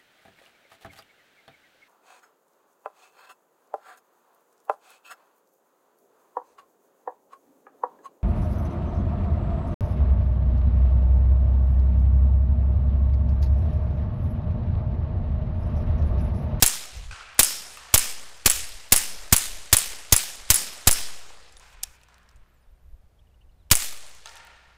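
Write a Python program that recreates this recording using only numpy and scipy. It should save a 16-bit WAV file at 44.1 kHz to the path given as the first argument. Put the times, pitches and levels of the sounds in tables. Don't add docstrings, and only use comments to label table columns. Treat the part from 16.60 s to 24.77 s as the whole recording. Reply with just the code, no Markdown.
import sys
import numpy as np
from scipy import signal
from scipy.fft import rfft, irfft
from scipy.io import wavfile
from scipy.ndimage import uniform_filter1d

SR = 44100
rng = np.random.default_rng(int(sys.argv[2]) if len(sys.argv) > 2 else 0)


def magnitude_from_level(level_db):
    exponent = np.asarray(level_db, float) / 20
    return 10 ** exponent


def unload_wav(signal):
    wavfile.write(
        sys.argv[1],
        SR,
        np.round(np.clip(np.atleast_2d(signal).T, -1, 1) * 32767).astype(np.int16),
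    )


N = 360441
TIME = np.arange(N) / SR

# (time [s], blast [dB], lead-in puff [dB], echo delay [ms], case song [dB])
SHOTS = [(0.0238, -10, 1, 51, 1), (0.792, -10.5, 4.5, 43, 8), (1.3406, -11.5, 7.5, 50, 2),
         (1.8594, -13, 5.5, 50, 0), (2.322, -10, 1.5, 44, 4), (2.7256, -10.5, 1.5, 51, -7),
         (3.128, -9, -6, 44, -3.5), (3.524, -11, 1, 53, 0), (3.9022, -12.5, -6, 40, 4),
         (4.273, -10, 9.5, 64, 5.5), (7.1134, -11, 7.5, 74, -23)]
# (time [ms], level [dB], hold [ms], t60 [ms])
GAS_PUFFS = [
    (-2.2, -24, 2, 6),
    (0, 5, 1.2, 18),
    (0, 2.5, 9, 22),
    (11, -14, 2, 40),
    (15.5, -11, 1.5, 20),
    (26.5, -21, 1.5, 15),
    (31, -19, 2, 20),
]
# (frequency [Hz], level [dB per Hz])
BLAST_COLOUR = [(120, -22), (200, -10), (329, -12.5), (594, -10.5), (1320, -11), (2160, -8), (4290, -9),
                (6930, -4.5), (14200, -8.5), (15600, -6.5), (16500, -37)]
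# (time [s], level [dB])
TRUNK_SLAPS = [(.2559, -41), (.9682, -40), (1.4437, -25), (1.5265, -39), (1.9608, -26), (2.091, -36),
               (2.97, -39), (3.3593, -39), (3.7558, -37), (4.1347, -38), (4.4224, -38), (7.244, -26),
               (7.3246, -39), (7.3734, -39), (7.4936, -46), (7.5481, -49)]
# (thump [dB], muzzle pop [dB])
PUSH = [(-15.5, -22.5), (-22, -23.5), (-12, -30), (-20.5, -21), (-17.5, -28.5), (-8, -25.5), (-10, -24),
        (-8.5, -17.5), (-14, -22.5), (-9.5, -16.5), (-9.5, -22.5)]
PUSH_LAG_MS = [3, 2.5, 0, -.5, -.5, 0, 2, 3, 2, 0, .5]
SWING = [-.17, -.11, .15, .11, .15, .09, .07, -.14, -.12, .25, .17]
CAN_DB = [-23, -22.5, -28, -18.5, -16.5, -12, -22, -20.5, -22.5, -22.5, -22]
STOP_MS = [17.6, 16.1, 17.3, 16.8, 17.4, 17.5, 17.2, 17.3, 17.1, 16.5, 17.5]
# (stop [dB], ground bounce [dB])
STOPS = [(-2, -3), (-2.5, -0.5), (0, 3.5), (2.5, 0.5), (-1, 2.5), (-1.5, -1.5), (2, -0.5), (-2, -3),
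         (-5, -3), (-2.5, 4.5), (0.5, -0.5)]
# (time after the stop [ms], level [dB], cut-off [Hz])
STOP_CRACKS = [
    (-3.3, -4, 7000),
    (0.0, 5, 6500),
    (3.5, 5.5, 4200),
]
# (time [s], peak [dB], ring [dB])
RETURNS_HOME = [(0.0624, -5, 1.5), (0.8311, -5, 1.5), (1.3778, -5, -2), (1.8988, -5, 0), (2.362, -4, -4.5),
                (2.7643, -6, -2.5), (3.168, -6, -1), (3.564, -7, 2.5), (3.9427, -8.5, 4.5),
                (4.3120, -5, -2.5), (7.1532, -9.5, -1.5)]
# (time after the return [ms], level [dB], t60 [ms], ring [dB], ring length [x])
LOCK_BLOWS = [
    (0, -2.5, 7.7, -3.5, 0.69),
    (5, -10, 14, -15.5, 0.27),
    (14, -12, 35, -7, 1),
]
# (second blow [ms], last blow [ms], its noise [dB], its ring [dB], ring length [x])
LOCKS = [(5.2, 13.2, 1, 2, .7), (5.1, 13.6, -0.3, 2, .7), (4.2, 13, 1, -8, 1.1), (5.01, 14.2, .1, -6, 1.1),
         (5.01, 13.1, 0.5, -3, 1.6), (5.5, 14.5, 1, -2, 1.5), (5.8, 16, 2.5, -4, 1.4), (4, 13.6, -3, 2, .7),
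         (4.5, 13.8, 2, 7, 1.1), (5.2, 14.2, 1.5, -1, 1.8), (5.6, 14.9, 2.1, -7, .6)]
# (frequency [Hz], level [dB per Hz])
STEEL_COLOUR = [(290, -56.5), (500, -24), (2690, -13.5), (4050, -18.5), (8930, -3.5), (10300, -2.5),
                (12300, -17), (15800, -9.5), (16500, -36)]
# (frequency [Hz], level [dB], t60 [s])
SLIDE_MODES = [(11200, -1, 0.01), (10630, 2, 0.028), (7515, -7.5, 0.034), (8300, -6.5, 0.021),
               (9300, -10.5, 0.016)]
# (delay [ms], crack [dB], puff [dB], cut-off [Hz])
OBSTACLES = [
    (32.7, 3, -24, 5000),
    (46.5, -2, -30, 9000),
    (56.5, -1, -30, 5000),
    (61, -1, -30, 5000),
    (74, -1, -28, 4000),
    (91, -3, -28, 6000),
    (114.8, -1, -21, 9000),
    (131.5, -5, -23, 9000),
]
# (frequency [Hz], ground and gear [dB], t60 [s], trunks [dB], t60 [s], deep wood [dB])
WOOD = [(200.8, -33.5, 0.11, -38, 1, -55.5), (529.7, -38.5, 0.13, -39, 0.31, -38.5),
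        (996, -39.5, .15, -30, 0.24, -40), (2030, -27, 0.16, -26.5, .5, -38),
        (3500, -20, 0.13, -27, 0.58, -39), (5300, -29.5, 0.21, -26.5, 0.46, -39),
        (8000, -23.5, .15, -22.5, 0.41, -36.5), (12100, -23.5, 0.11, -32, 0.45, -45.5),
        (15900, -36.5, .15, -32, 0.28, -54.5)]
# (echo [dB], tilt [dB per octave], bow [dB per octave squared])
AIM = [(.1, 0, 0.07), (.1, 0.9, 0.4), (.1, 0.23, 0.22), (.1, 0.66, -0.01), (.1, 0.37, 0.35),
       (.1, 0.4, 0.18), (.1, 0.5, 0.16), (.1, 0.34, 0.03), (.1, 0.24, 0.3), (.1, 0, 0.12), (.1, 0.75, 0)]
# (time [s], peak [dB], echo [dB], ringing [dB], sharpness [Q])
LANDINGS = [
    (.511, -37.5, -47.5, -6.5, 9),
    (1.172, -41, -52.5, -4.5, 12),
    (4.702, -52, -75, 11, 11.7),
    (5.0, -53.5, -57.5, -9, 16),
    (5.485, -54.5, -68.5, 2, 6.1),
    (7.658, -40, -52, -4, 30),
]
# (low [Hz], middle [Hz], high [Hz])
HOLLOWS = [
    (1360, 1560, 2700),
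    (1130, 1300, 1800),
    (500, 820, 1170),
    (1015, 1520, 2490),
    (1080, 1350, 1700),
    (933, 1400, 1804),
]
# (frequency [Hz], level [dB per Hz])
DIRT_COLOUR = [(240, -45), (400, -4), (909, -3.5), (1080, -3.5), (1380, -2), (2510, -3.5), (2940, -6.5),
               (6670, -17), (9000, -21), (11700, -45.5), (19800, -120)]
# (time [s], peak [dB], centre [Hz], body knock
# [dB])
HANDLING = [(4.8848, -59, 5180, -85), (4.9237, -44.5, 7660, -66), (4.9514, -62, 6000, -85),
            (4.9685, -42, 6000, -50), (4.997, -40, 7100, -63), (5.1294, -47.5, 3000, -64),
            (5.2302, -30, 6900, -54.5), (5.2340, -11.5, 8000, -37), (5.2376, -15, 6770, -54),
            (5.2464, -50, 5570, -58), (5.2704, -47, 5520, -65), (5.414, -47, 3220, -67),
            (5.434, -49.5, 7500, -62), (5.4854, -56, 3100, -66), (5.543, -46, 6000, -71),
            (5.5817, -46, 3120, -72), (5.6314, -60, 7000, -76.5), (5.69, -49, 5000, -60),
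            (5.694, -54, 6000, -75), (5.438, -54, 5500, -75), (5.767, -62, 7000, -80),
            (5.7597, -56, 7200, -72.5), (7.5144, -39, 3580, -61), (7.658, -30.5, 6000, -74),
            (7.6724, -30, 4000, -59), (7.7553, -41, 8500, -54), (7.7678, -30, 4260, -58),
            (7.8494, -51, 13100, -60), (7.871, -48, 9000, -60), (7.7722, -41, 7500, -65),
            (7.781, -44, 5000, -65), (7.693, -36, 5000, -65), (5.007, -44, 2500, -62),
            (5.102, -50, 2520, -67), (5.705, -62, 5000, -75), (5.713, -59, 6500, -78)]
# (time [s], level [dB], frequency [Hz], t60 [s])
CASE_RINGS = [
    (5.247, -48, 5550, .04),
    (5.271, -53, 5550, .04),
    (4.974, -50, 9850, .06),
    (7.85, -72, 9950, .25),
    (5.72, -78, 8300, .2),
    (5.768, -76, 8300, .2),
    (6.01, -79, 9600, .4),
    (6.15, -82, 9000, .2),
    (8.08, -76, 9900, .15),
]
# (time [s], level [dB], frequency [Hz], t60 [s])
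STRUCK_RINGS = [(.528, -38, 1500, .06), (.511, -36, 2480, 0.029), (7.659, -44, 915, .04),
                (7.659, -39, 1330, 0.035), (7.658, -39, 2700, .02), (7.658, -34, 3430, 0.015),
                (7.658, -37, 6000, .008), (4.705, -38.5, 790, 0.018), (4.705, -45, 520, .02),
                (4.3, -47, 2900, 0.019), (5.69, -57, 5200, .02), (7.871, -50, 4400, 0.018),
                (5.231, -42, 4200, .015), (5.238, -40, 3900, .02), (5.238, -23, 5700, 0.0099),
                (5.234, -30, 7330, 0.017),
                (0.61, -33, 1450, .03), (.511, -36, 1500, .02), (1.173, -37, 1150, .022), (1.173, -38, 2650, .025),
         (4.9685, -43, 3650, .02), (4.9685, -47, 8300, .015), (4.924, -50, 7350, .02),
         (4.924, -55, 4750, .02), (5.543, -54, 7500, .012), (5.69, -57, 7000, .012),
         (5.763, -58, 7200, .015), (5.486, -56, 1150, .02), (5.005, -56, 1030, .12), (5.03, -55, 1000, .1),
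         (5.434, -52, 2600, .02), (7.168, -34, 700, .04), (7.77, -54, 920, .15), (7.84, -57, 935, .2),
         (7.93, -57, 950, .2)]
# (time [s], peak [dB])
TRIGGER = [(0.3666, -41), (0.7459, -44), (1.1363, -36), (1.171, -35), (1.3014, -50.5), (1.6945, -47),
           (1.7714, -42), (2.2892, -38), (2.5965, -41), (3.0994, -40), (4.2178, -43.5)]
# (time [s], peak [dB], frequency [Hz])
CHIRPS = [
    (6.5845, -65.5, 2990),
    (6.664, -70, 2810),
    (6.705, -76, 2620),
    (6.737, -70, 2720),
    (6.806, -63, 2820),
    (6.887, -70, 2720),
    (6.608, -75, 2450),
    (6.692, -75, 3100),
    (6.822, -75, 2550),
]
# (start [s], length [s], from [Hz], to [Hz], level [dB])
WHISTLES = [(5.87, .1, 10800, 14200, -82), (5.96, 0.068, 14200, 13400, -83), (5.93, .08, 7800, 6000, -83),
            (6.012, .035, 5400, 4000, -75), (6.03, .025, 4000, 3200, -76), (6.04, .11, 11700, 12100, -87),
            (6.17, .1, 10960, 12200, -83.5), (6.26, .1, 12200, 11420, -87.5),
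            (6.22, .07, 13600, 14200, -82), (6.28, .1, 14200, 13000, -82), (6.28, .07, 10300, 9330, -86),
            (6.908, .025, 2800, 4500, -77), (6.97, .07, 4150, 2900, -79.5), (6.655, .025, 3600, 2900, -78),
            (6.732, .02, 3700, 2900, -78), (7.02, .03, 4200, 3900, -79), (6.07, 0.0353, 2900, 3800, -80),
            (6.1, .03, 14200, 13700, -82), (6.29, .04, 13200, 11800, -84), (6.36, .03, 13800, 13000, -85),
            (5.92, .04, 13800, 14100, -81), (6.58, 0.035, 2900, 3700, -76)]
# (start [s], length [s], rumble [dB], flutter [dB])
GUSTS = [(0.319, 0.24, -41, -38.5), (0.565, 0.18, -51.5, -79), (1.917, 0.15, -47, -45),
         (2.086, 0.1, -39, -53), (2.54, 0.14, -48.5, -57), (2.84, 0.2, -42.5, -57),
         (3.247, 0.094, -52, -62), (3.75, 0.2, -54, -64), (4.366, 0.082, -47, -47), (4.579, 0.24, -65, -72),
         (4.884, 0.37, -56, -79), (5.192, 0.15, -52, -65), (5.727, 0.12, -46, -60), (6.045, 0.13, -51, -59),
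         (6.203, 0.17, -46, -54), (6.334, 0.16, -57, -57), (6.497, 0.61, -73, -57.5),
         (6.812, 0.15, -58, -75), (7.898, 0.22, -80, -80)]
# (frequency [Hz], level [dB per Hz])
RUMBLE_COLOUR = [(15, 3), (30, 7.5), (60, -9.5), (110, -23.5), (200, -37.5), (400, -56.5), (1000, -110)]
# (frequency [Hz], level [dB per Hz])
FLUTTER_COLOUR = [(15, -12.5), (40, 2.5), (80, -3), (130, -17.5), (180, -26), (250, -44), (400, -61.5),
                  (1000, -110)]
# (start [s], length [s], level [dB])
SOFT_HISS = [
    (5.0, 0.16, -67),
    (5.115, 0.042, -63.5),
    (5.235, .15, -63),
    (5.37, .1, -74.5),
    (7.665, 0.095, -60),
    (7.75, 0.048, -58),
]
# (frequency [Hz], level [dB per Hz])
AIR_COLOUR = [(41, -25.5), (70, -10), (108, -17), (149, -16.5), (289, -26.5), (600, -25), (1370, -34),
              (2530, -39), (5640, -45), (15100, -47.5), (16500, -62)]
# (frequency [Hz], level [dB rms])
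HUM = [(60, -63.5), (120, -78.5)]


def coloured(points, size=N):
    hz, db = np.transpose(points)
    bins = np.maximum(np.arange(size // 2 + 1) * SR / size, 1)
    gain = magnitude_from_level(np.interp(np.log(bins), np.log(hz), db))
    x = irfft(rfft(rng.standard_normal(size)) * gain, size)
    return x / x.std()


def add(out, s, piece):
    i = int(round(s * SR))
    out[i:i + len(piece)] += piece[:N - i]


def fade(t60, hold=0., span=.15):
    t = np.arange(int(span * SR)) / SR
    return magnitude_from_level(-60 * np.maximum(t - hold, 0) / max(t60, .001))


def ring(hz, t60):
    fall = fade(t60, span=.3)
    return fall * np.sin(2 * np.pi * hz * np.arange(len(fall)) / SR)


def butter(x, order, hz, kind):
    return signal.lfilter(*signal.butter(order, hz, kind, fs=SR), x)


def resonate_twice(x, hz, q):
    b, a = signal.iirpeak(hz, q, fs=SR)
    return signal.lfilter(b, a, signal.lfilter(b, a, x))


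def snap(hz):
    return butter(signal.unit_impulse(300), 2, [500, hz], "band")


def swell(length, edge):
    t = np.arange(int(length * SR)) / SR
    return np.sin(np.pi / 2 * np.clip(np.minimum(t, length - t) / edge, 0, 1)) ** 2


def swells(rows, edge):
    out = np.zeros(N)
    for s, length, db in rows:
        add(out, s, magnitude_from_level(db) * swell(length, edge))
    return out


def gas():
    roar_db, roar_t60_s, split_hz = 8, 0.032, 3280
    front_db, front_hz = 20, [349.7, 3500]
    flow, front = np.zeros(N), np.zeros(N)
    uneven = rng.normal(0, 1.5, (len(SHOTS), len(GAS_PUFFS)))
    for (s, db, lead_db, *_), spread in zip(SHOTS, uneven):
        for (ms, step_db, hold, t60), more_db in zip(GAS_PUFFS, spread):
            puff_db = db + step_db + more_db + lead_db * (ms < -1)
            add(flow, s + ms / 1000, magnitude_from_level(puff_db) * fade(t60 / 1000, hold / 1000))
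    for s, db in TRUNK_SLAPS:
        add(flow, s, magnitude_from_level(db) * fade(0.013))
    roar = flow.copy()
    step = butter(signal.unit_impulse(400), 1, front_hz, "band")
    for s, db, *_ in SHOTS:
        i = int(round(s * SR))
        fall = magnitude_from_level(db + roar_db) * fade(roar_t60_s, hold=0.0027, span=.013)
        roar[i:i + len(fall)] = fall
        add(front, s, magnitude_from_level(db + front_db) * step)
    jet = coloured(BLAST_COLOUR)
    low = signal.sosfiltfilt(signal.butter(2, split_hz, fs=SR, output="sos"), jet)
    return roar * low + flow * (jet - low) + front


def pressure():
    thump, swing = np.zeros(N), np.zeros(N)
    t = np.arange(SR // 2) / SR
    push = ring(88.4, 0.037)
    push = push * np.minimum(t[:len(push)] / 0.0051, 1)
    for (s, *_), (db, pop_db), lag_ms, size, can_db in zip(SHOTS, PUSH, PUSH_LAG_MS, SWING, CAN_DB):
        add(thump, s + .002, magnitude_from_level(can_db) * ring(215, 0.047))
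        add(thump, s - .0008, magnitude_from_level(pop_db) * ring(323, 0.019))
        add(thump, s + (lag_ms - 1) / 1000, magnitude_from_level(db + 10.5) * push)
        swing_ms = 58 if size > 0 else 24
        add(swing, s + .006, size * np.minimum(t / .008, 1) * np.exp(-(t * 1000 / swing_ms / 1.4) ** 2))
    return thump + butter(swing, 1, 1.05, "high")


def slide_stop():
    out, rise = np.zeros(N), 1 - fade(.006, span=.3)
    for (s, *_), stop_ms, (stop_db, bounce_db) in zip(SHOTS, STOP_MS, STOPS):
        jitter_ms = [.6 * rng.standard_normal(), 0, 0]
        own_db = [3 * rng.standard_normal(), stop_db, bounce_db]
        for (ms, db, hz), late_ms, more_db in zip(STOP_CRACKS, jitter_ms, own_db):
            add(out, s + (stop_ms + ms + late_ms) / 1000, magnitude_from_level(db + 3.5 + more_db) * snap(hz))
        ring_db = -20 + 2 * rng.standard_normal()
        add(out, s + (stop_ms - 1) / 1000, magnitude_from_level(ring_db) * ring(SLIDE_MODES[1][0], .03) * rise)
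    return out


def slide_home():
    bounce_ms, bounce_db = 8.6, 3
    bounces, blows, rings = np.zeros(N), np.zeros(N), np.zeros(N)
    rise = 1 - fade(.006, span=.3)
    for (home, db, ring_db), (second_ms, last_ms, last_db, last_ring_db, last_length) in zip(RETURNS_HOME, LOCKS):
        add(bounces, home + bounce_ms / 1000, magnitude_from_level(db + bounce_db + 2 * rng.standard_normal()) * snap(12000))
        detune = rng.standard_normal(len(SLIDE_MODES))
        for k, (_, blow_db, t60, tone_db, length) in enumerate(LOCK_BLOWS):
            at = home + [0, second_ms, last_ms][k] / 1000
            last = k == 2
            shape = rise if last else 1
            more_db = last_db if last else rng.standard_normal()
            add(blows, at, magnitude_from_level(db + blow_db + more_db) * fade(t60 / 1000, hold=0.0012, span=.3) * shape)
            for m, (hz, mode_db, mode_t60) in enumerate(SLIDE_MODES):
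                own_db, longer = ring_db + 2 * rng.standard_normal(), 1
                if last and m == 1:
                    own_db, longer = last_ring_db, last_length
                pitch = hz * (1 + (.002 if m == 1 else .02) * detune[m])
                mode = ring(pitch, mode_t60 * length * longer)
                add(rings, at, magnitude_from_level(db + tone_db + mode_db + own_db) * mode * shape)
    return bounces + blows * coloured(STEEL_COLOUR) + rings


def striker():
    out = np.zeros(N)
    for s, *_ in SHOTS:
        tick = butter(rng.standard_normal(int(.15 * SR)), 1, [1500, 8000], "band")
        db = -33 + 6 * (s > 7.)
        add(out, s - .0105, magnitude_from_level(db) * fade(0.019) * tick)
    return out


def tumbling():
    level = np.zeros(N)
    for s, *_, sing_db in SHOTS:
        add(level, s + 0.032, magnitude_from_level(sing_db - 36) * fade(.65, span=1.) * (1 - fade(0.028, span=1.)))
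    tone = resonate_twice(rng.standard_normal(N), 5260, 5.5)
    return level * tone / tone.std()


def returns():
    cracks, puffs = np.zeros(N), np.zeros(N)
    uneven = rng.normal(0, 2.5, (len(SHOTS), len(OBSTACLES)))
    for (s, db, *_), spread in zip(SHOTS, uneven):
        for (ms, crack_db, puff_db, hz), more_db in zip(OBSTACLES, spread):
            add(cracks, s + ms / 1000, magnitude_from_level(db + crack_db + more_db) * snap(hz))
            add(puffs, s + ms / 1000, magnitude_from_level(db + puff_db + more_db) * fade(0.022))
    return cracks + puffs * coloured(BLAST_COLOUR)


def handling():
    out = np.zeros(N)
    for s, db, hz, body_db in HANDLING:
        noise = rng.standard_normal(2000) + 2.7 * signal.unit_impulse(2000, 3)
        sizzle = magnitude_from_level(-41 - 45 - .3 * db) * np.diff(noise, n=2, prepend=[0, 0])
        broad = magnitude_from_level(-29 - .4 * db) * butter(noise, 2, 900, "high")
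        tick = sizzle + broad + 1.57 * resonate_twice(noise, hz, 1.3)
        add(out, s, magnitude_from_level(db) * tick * fade(.01)[:2000])
        body = ring(760, 0.025) + 0.6 * ring(1730, 0.041)
        add(out, s + .001, magnitude_from_level(body_db) * body * (1 - fade(0.007, span=.3)))
    return out


def small_rings():
    out = np.zeros(N)
    for s, db, hz, t60 in CASE_RINGS + STRUCK_RINGS:
        add(out, s, magnitude_from_level(db) * butter(ring(hz, t60), 2, hz / 2, "high"))
    return out


def trigger():
    level = np.zeros(N)
    for s, db in TRIGGER:
        add(level, s, magnitude_from_level(db - 4.5) * fade(.012))
    return butter(level * rng.standard_normal(N) + 1e-18, 2, 7530, "high")


def wood(click_power):
    echo_db, loss_db_per_ms = 7.5, 0.0816
    spread_s, deep_t60_s, patch_db = 0.11, 2.314, 1.3
    now = click_power * magnitude_from_level(0.5) ** 2
    later = signal.unit_impulse(N) * magnitude_from_level(-16) ** 2
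    spread = np.hanning(int(spread_s * SR))
    for s, _, _, ms, _ in SHOTS:
        power = magnitude_from_level(echo_db - loss_db_per_ms * ms) ** 2
        add(now, s + 0.0071, np.array([power]))
        add(later, s + ms / 1000 - spread_s / 2, power * spread / spread.sum())
    delayed = later + 0.11 * now
    clumps = magnitude_from_level(1.5 * uniform_filter1d(rng.standard_normal(N), size=100) * 10)
    white = rng.standard_normal((2, N)) * clumps
    steps = np.arange(0, N + 256, 256)
    shot = np.maximum(np.searchsorted(np.array(SHOTS)[:, 0] * SR, steps) - 1, 0)
    aim_db, tilt, bow = np.transpose(AIM)[:, shot]
    waver = uniform_filter1d(rng.standard_normal((20, len(steps))), size=9, axis=1) * 3
    table, out = np.array(WOOD), 0
    edges = 140 * 2 ** np.r_[0:5:.5, 5:7.1:.25]
    for k, (low, high) in enumerate(zip(edges, edges[1:])):
        hz = np.sqrt(low * high)
        close_db, close, trunk_db, trunk, deep_db = [
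            np.interp(np.log(hz), np.log(table[:, 0]), column) for column in table.T[1:]]
        deep = deep_t60_s / (1 + (hz / 6000) ** 2) ** .55
        power = 0
        for source, db, t60 in [(now, close_db, close), (delayed, trunk_db, trunk), (delayed, deep_db, deep)]:
            decay = signal.lfilter([1], [1, -magnitude_from_level(-120 / t60 / SR)], source + 1e-18)
            power = power + magnitude_from_level(db) ** 2 * decay
        octaves = np.log2(hz / 2500)
        shift_db = patch_db * waver[k] + aim_db + tilt * octaves + bow * octaves ** 2
        patch = np.interp(np.arange(N), steps, magnitude_from_level(shift_db))
        band = signal.butter(2, [low, high], "band", fs=SR, output="sos")
        out = out + signal.sosfilt(band, white[k % 2]) * np.sqrt(np.abs(power)) * patch
    return out


def landings():
    span = 1.5
    out, dirt = np.zeros(N), coloured(DIRT_COLOUR, size=SR * 2)
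    grain = magnitude_from_level(1.2 * uniform_filter1d(rng.standard_normal(SR * 2), size=400) * 20)
    for k, ((s, db, echo_db, ring_db, q), pitches) in enumerate(zip(LANDINGS, HOLLOWS)):
        noise = np.roll(dirt * grain, 9000 * k)[:int(span * SR)]
        hollow = 0
        for hz in pitches:
            mode = signal.lfilter(*signal.iirpeak(hz, q, fs=SR), noise)
            hollow = hollow + mode * (pitches[0] / hz) ** .7
        noise = butter(noise, 2, 0.61 * pitches[0], "high") + 0.1 * noise
        bright = butter(noise, 2, 3500, "high")
        noise = noise + bright * (2.1 * fade(0.98, span=span) - .7)
        wash = fade(1.92, hold=0.12, span=span) + 0.26 * fade(0.29, span=span)
        wash = magnitude_from_level(echo_db) * wash * (1 - fade(.041, span=span))
        smack = magnitude_from_level(db) * fade(0.016, span=span)
        add(out, s, (smack + wash) * (noise + magnitude_from_level(ring_db) * hollow / hollow.std()))
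    return out


def birds():
    out, t = np.zeros(N), np.arange(900) / SR
    warble = uniform_filter1d(rng.standard_normal(N), size=120) * 11
    for s, db, hz in CHIRPS:
        i = int(s * SR)
        pitch = hz * (1.08 - 3.5 * t + 0.04 * warble[i:][:len(t)])
        ragged = magnitude_from_level(db + 3.0 * warble[i + 999:][:len(t)]) * np.hanning(len(t))
        add(out, s, ragged * np.sin(2 * np.pi * np.cumsum(pitch) / SR))
    broken = magnitude_from_level(6.5 * uniform_filter1d(warble[::-1], size=300))
    for k, (s, length, from_hz, to_hz, db) in enumerate(WHISTLES):
        level = swell(length, 0.017)
        below = np.linspace(float(from_hz < to_hz), float(from_hz > to_hz), len(level)) ** 2
        part = slice(9000 * k, 9000 * k + len(level))
        pitch = (max(from_hz, to_hz) - abs(to_hz - from_hz) * below) * (1 + .012 * warble[part])
        add(out, s, magnitude_from_level(db) * level * broken[part] * np.sin(2 * np.pi * np.cumsum(pitch) / SR))
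    return out


def soft_hiss():
    colour = [(2500, -29.0), (5000, 0), (7000, 2), (12000, -8.0), (16000, -13.0)]   # (Hz, dB per Hz)
    return swells(SOFT_HISS, .035) * coloured(colour)


def wind():
    gusts, edge_s, breeze_db = np.array(GUSTS), 0.035, -66
    flutter = swells(gusts[:, [0, 1, 3]], edge_s) * coloured(FLUTTER_COLOUR)
    rumble = (magnitude_from_level(breeze_db) + swells(gusts[:, :3], edge_s)) * coloured(RUMBLE_COLOUR)
    return rumble + flutter


def air_and_hum():
    hum = sum(magnitude_from_level(db) * np.sqrt(2) * np.sin(2 * np.pi * hz * TIME) for hz, db in HUM)
    return magnitude_from_level(-67) * coloured(AIR_COLOUR) + hum


def scene():
    small = handling() + small_rings()
    pistol = gas() + pressure() + slide_stop() + slide_home() + striker() + tumbling() + returns()
    far = wood(small ** 2 / 400.) + landings() + birds()
    return np.array([pistol + small + trigger() + far + soft_hiss() + wind() + air_and_hum()])


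def top_cut(x):
    return signal.sosfilt(signal.butter(12, 17140, fs=SR, output="sos"), x)


def record(dry):
    release_db_s, squeeze, knee_db = 60.5, 0.2, -12.5
    clip, cutoff_hz = .67, 15700
    level_db = 10 * np.log10(uniform_filter1d(dry[0] ** 2, size=256) + 1e-12)
    held_db = np.maximum.accumulate(level_db + release_db_s * TIME) - release_db_s * TIME
    duck_db = -squeeze * np.maximum(held_db - knee_db, 0)
    x = dry * magnitude_from_level(signal.lfilter([.002], [1, -.998], duck_db))
    x = clip * np.tanh(x / clip)
    cut = signal.cheby2(16, 60, cutoff_hz * 1.025, fs=SR, output="sos")
    return top_cut(signal.sosfilt(cut, x))


dry = scene()
out = record(dry)
unload_wav(out)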